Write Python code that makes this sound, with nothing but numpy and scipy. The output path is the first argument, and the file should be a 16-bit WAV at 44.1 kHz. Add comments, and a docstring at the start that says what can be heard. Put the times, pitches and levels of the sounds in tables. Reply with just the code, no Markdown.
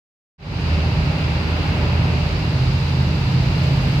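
"""Inside a car on a wet mountain road. After a short silence the cabin fades in, booming on multiples
of the wheel rate (each turn repeats the same unevenness) over road rumble, tread roar and rushing air.
Tyres hiss through water in swells; near 2 s the roar peaks on a louder stretch of asphalt.
The hiss then recedes while the car gathers a little speed and fine spray fizzes more strongly.
Near the end the hiss returns."""
import sys
import numpy as np
from scipy import signal
from scipy.fft import rfft, irfft
from scipy.io import wavfile
from scipy.ndimage import map_coordinates

SR = 44100
rng = np.random.default_rng(int(sys.argv[2]) if len(sys.argv) > 2 else 0)


def store_wav(level_fs):
    """Save 16-bit WAV to argv[1]."""
    pcm = np.round(np.clip(np.atleast_2d(level_fs), -1, 1) * 32767)
    wavfile.write(sys.argv[1], SR, pcm.T.astype(np.int16))


N = 176400


def undb(db):
    """Decibels to gain."""
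    return 10 ** (np.asarray(db) / 20)


def level(x, rms_db):
    """Scale to an rms level."""
    return x * undb(rms_db) / np.sqrt(np.mean(x ** 2))


def curve(rows):
    """Linear interpolation of (time [s], value) rows, per sample."""
    return np.interp(np.arange(N) / SR, *np.array(rows).T)


def by_freq(rows, column=1):
    """Table column per FFT bin, interpolated over log frequency."""
    rows = np.array(rows, float)
    bin_hz = np.maximum(np.arange(N // 2 + 1) * SR / N, 1)
    return np.interp(np.log(bin_hz), np.log(rows[:, 0]), rows[:, column])


def colour(x, gain):
    """Filter by a gain per FFT bin."""
    return irfft(rfft(x) * gain, N)


def drift(rate_hz):
    """Smooth random drift, spread near 1."""
    knots = rng.standard_normal(512)
    return map_coordinates(knots, [np.arange(N) / SR * rate_hz + 2], order=2, mode="mirror")


def wheel_tone(turns, order, level_db, waver_db, slip_cycles):
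    """One multiple of the wheel rate; wavers as the four wheels slip in and out of step."""
    cycles = order * turns + rng.random() + slip_cycles * drift(rate_hz=6)
    rms = undb(level_db + waver_db * drift(rate_hz=6))
    return np.sqrt(2) * rms * np.sin(2 * np.pi * cycles)


# Strong boom, 5 x wheel rate (time [s], level [dB])
ORDER_5_DB = [(.58, -33), (.7, -19.5), (.95, -25), (1.45, -24), (2.3, -24.5), (2.6, -26), (3.03, -23),
              (3.6, -29), (4, -24)]
# Strong boom, 8 x wheel rate (time [s], level [dB])
ORDER_8_DB = [(.6, -33.5), (1.25, -29), (1.6, -36), (2.03, -23), (2.42, -28.5), (2.6, -21.5), (2.8, -30.5),
              (3.0, -17.5), (3.15, -28), (3.33, -20), (3.6, -18), (4, -26)]
# Weak booms (order [x wheel rate], level when slowest [dB], level when fastest [dB])
WEAK_ORDERS_DB = [(3, -36, -38), (7, -36.5, -39), (9, -34.5, -27.5), (10, -31, -28), (11, -35, -35),
                  (14, -45, -51.5), (15, -48, -44), (18, -43.5, -42.5), (19, -45, -47.5), (24, -44, -47.5)]

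def cabin_boom(turns, pace):
    """Uneven tyres shake the cabin; its low resonances favour other orders as speed rises."""
    strong = sum(wheel_tone(turns, order, curve(rows), waver_db=1.5, slip_cycles=0.076)
                 for order, rows in ((5, ORDER_5_DB), (8, ORDER_8_DB)))
    weak = np.zeros(N)
    for order, slow_db, fast_db in WEAK_ORDERS_DB:
        level_db = slow_db + (fast_db - slow_db) * pace
        weak += wheel_tone(turns, order, level_db, waver_db=2.5, slip_cycles=0.055)
    return strong + weak


# Rumble spectrum through the body (frequency [Hz], relative density [dB])
RUMBLE_SPECTRUM_DB = [(18, -38), (30, -27), (38, -17), (47, -1), (62, 0), (72, -2.5), (85, 3), (101, 1.9),
                      (117, -2), (138, .3), (168, -2.5), (190, -8.5), (240, -10.5), (400, -33), (900, -66)]
# Rumble over rougher and smoother road (time [s], level [dB])
RUMBLE_LEVEL_DB = [(.4, -24), (.7, -24.5), (1.05, -20.5), (1.55, -28.5), (1.78, -20), (2.05, -23),
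                   (2.32, -23), (2.52, -22.5), (2.7, -20.5), (2.95, -24), (3.15, -21), (3.32, -21.5),
                   (3.5, -21), (4, -22)]

def road_rumble():
    """Random road roughness drums the body panels."""
    noise = colour(rng.standard_normal(N), undb(by_freq(RUMBLE_SPECTRUM_DB)))
    return level(noise, 0) * undb(curve(RUMBLE_LEVEL_DB))


# Roar spectrum (frequency [Hz], relative density [dB])
ROAR_SPECTRUM_DB = [(110, -18), (215, 3.5), (300, 2), (350, 0.5), (480, -0.5), (680, -4.5), (920, -1.5),
                    (1100, -6), (1400, -6.5), (1700, -11.5), (2600, -6), (3400, -20), (6000, -55)]
# Roar over changing asphalt (time [s], level [dB])
ROAR_LEVEL_DB = [(.7, -30), (1.2, -29), (1.45, -29), (1.7, -28), (2.05, -27.5), (2.3, -30), (2.7, -31.5),
                 (3.4, -30.5), (3.75, -29.5), (4, -30)]
# Left/right likeness of the roar (frequency [Hz], correlation [-1..1])
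ROAR_CORRELATION = [(170, 0.44), (260, 0.36), (400, 0.81), (800, 0.74), (1050, 0.17), (1400, -0.11),
                    (1850, -0.55), (2700, 0.1), (4000, -0.3)]
# Tread pattern tones (order [x wheel rate], level at peak roar [dB])
TREAD_ORDERS_DB = [(37, -41.5), (40, -44), (46, -48.5), (51, -47), (57, -49.5)]

def tyre_roar(turns):
    """Tread on coarse asphalt: wide roar, with faint pattern tones that swell with it."""
    shape = undb(by_freq(ROAR_SPECTRUM_DB))
    correlation = by_freq(ROAR_CORRELATION)
    mid = colour(rng.standard_normal(N), shape * np.sqrt(1 + correlation))
    side = colour(rng.standard_normal(N), shape * np.sqrt(1 - correlation))
    roar_db = curve(ROAR_LEVEL_DB)
    roar = level(np.array([mid + side, mid - side]), 0) * undb(roar_db)
    tones = sum(wheel_tone(turns, order, level_db, waver_db=2.5, slip_cycles=0.21)
                for order, level_db in TREAD_ORDERS_DB)
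    return roar + tones * undb(2.3 * (roar_db - roar_db.max()))  # 2.3 dB per dB of roar


# Air spectrum (frequency [Hz], relative density left [dB], relative density right [dB])
AIR_SPECTRUM_DB = [(400, -3.5, -8.5), (1200, -8, -2), (1820, -5.5, 0), (2450, -3, 0.4), (2590, -4.5, -1),
                   (2750, 2.5, 6), (2910, -3, 0), (3200, -7, -3), (3590, -4, -3), (3980, -2.5, 1.5),
                   (4810, 2.5, -6), (5440, -8.5, -11.5), (6350, -15, -19), (6970, -17.5, -20.5),
                   (7900, -25, -26), (10300, -32, -38), (15500, -54, -53)]

def air_rush(pace):
    """Air rushes around the cabin; the two sides are uncorrelated and differ in colour."""
    rise_db, flicker_db = 1.5, 0.46
    sides = np.array([colour(rng.standard_normal(N), undb(by_freq(AIR_SPECTRUM_DB, column)))
                      for column in (1, 2)])
    return level(sides, rms_db=-34) * undb(rise_db * pace + flicker_db * drift(rate_hz=9))


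# Water hiss spectrum (frequency [Hz], relative density [dB])
HISS_SPECTRUM_DB = [(700, -19), (1250, 0), (1700, 1.5), (2300, 0.5), (2600, 2.5), (2730, 5), (2860, 3),
                    (3000, -1), (3500, -2.5), (6000, -30.5)]
# Hiss over wetter and drier patches (time [s], level [dB])
HISS_LEVEL_DB = [(.6, -43), (.75, -37), (.92, -44), (1.1, -39.5), (1.22, -36), (1.35, -38), (1.65, -35.5),
                 (1.85, -38), (2.05, -37.5), (2.3, -43.5), (2.8, -50), (3.4, -48), (3.85, -39), (4, -40)]

def wet_hiss():
    """Tyres squeeze through the water film; louder on wetter patches."""
    noise = colour(rng.standard_normal((2, N)), undb(by_freq(HISS_SPECTRUM_DB)))
    return level(noise, 0) * undb(curve(HISS_LEVEL_DB))


# Spray spectrum (frequency [Hz], relative density [dB])
SPRAY_SPECTRUM_DB = [(3000, -6), (6500, 8.5), (8500, 4.5), (10500, -7.5), (11700, 0), (13000, 4.5),
                     (14300, -1), (15600, -17)]

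def spray(pace):
    """Tiny drops thrown against the body; louder with speed."""
    drops_per_s, spread_db, rise_db = 6000, 1.5, 7.5
    hits = rng.random((2, N)) < drops_per_s / SR
    drops = hits * rng.standard_normal((2, N))
    drops *= undb(spread_db * rng.standard_normal((2, N)))
    fizz = colour(drops, undb(by_freq(SPRAY_SPECTRUM_DB)))
    return level(fizz, rms_db=-59.5) * undb(rise_db * pace)


# Wheel speed (time [s], turn rate [Hz])
WHEEL_RATE_HZ = [(0.5, 15.85), (1.3, 15.9), (2, 16.05), (2.75, 16.22), (3.3, 16.33), (4, 16.58)]

def scene():
    """Stereo mix; wheel speed drives boom, tread tones, air and spray."""
    wheel_hz = curve(WHEEL_RATE_HZ)
    turns = np.cumsum(wheel_hz) / SR
    pace = (wheel_hz - wheel_hz.min()) / np.ptp(wheel_hz)  # 0 slowest, 1 fastest
    bass_pan_db = [[-0.73], [0.73]]  # left, right
    bass = (cabin_boom(turns, pace) + road_rumble()) * undb(bass_pan_db)
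    return bass + tyre_roar(turns) + wet_hiss() + air_rush(pace) + spray(pace)


def record(dry):
    """Silence, short fade-in, steep low-pass."""
    fade_start_s, fade_length_s, cutoff_hz = 0.38, 0.29, 15700
    fade = np.clip((np.arange(N) / SR - fade_start_s) / fade_length_s, 0, 1) ** 0.91
    low_pass = signal.ellip(10, .1, 80, cutoff_hz, fs=SR, output="sos")
    return signal.sosfilt(low_pass, dry * fade)


dry = scene()
out = record(dry)
store_wav(out)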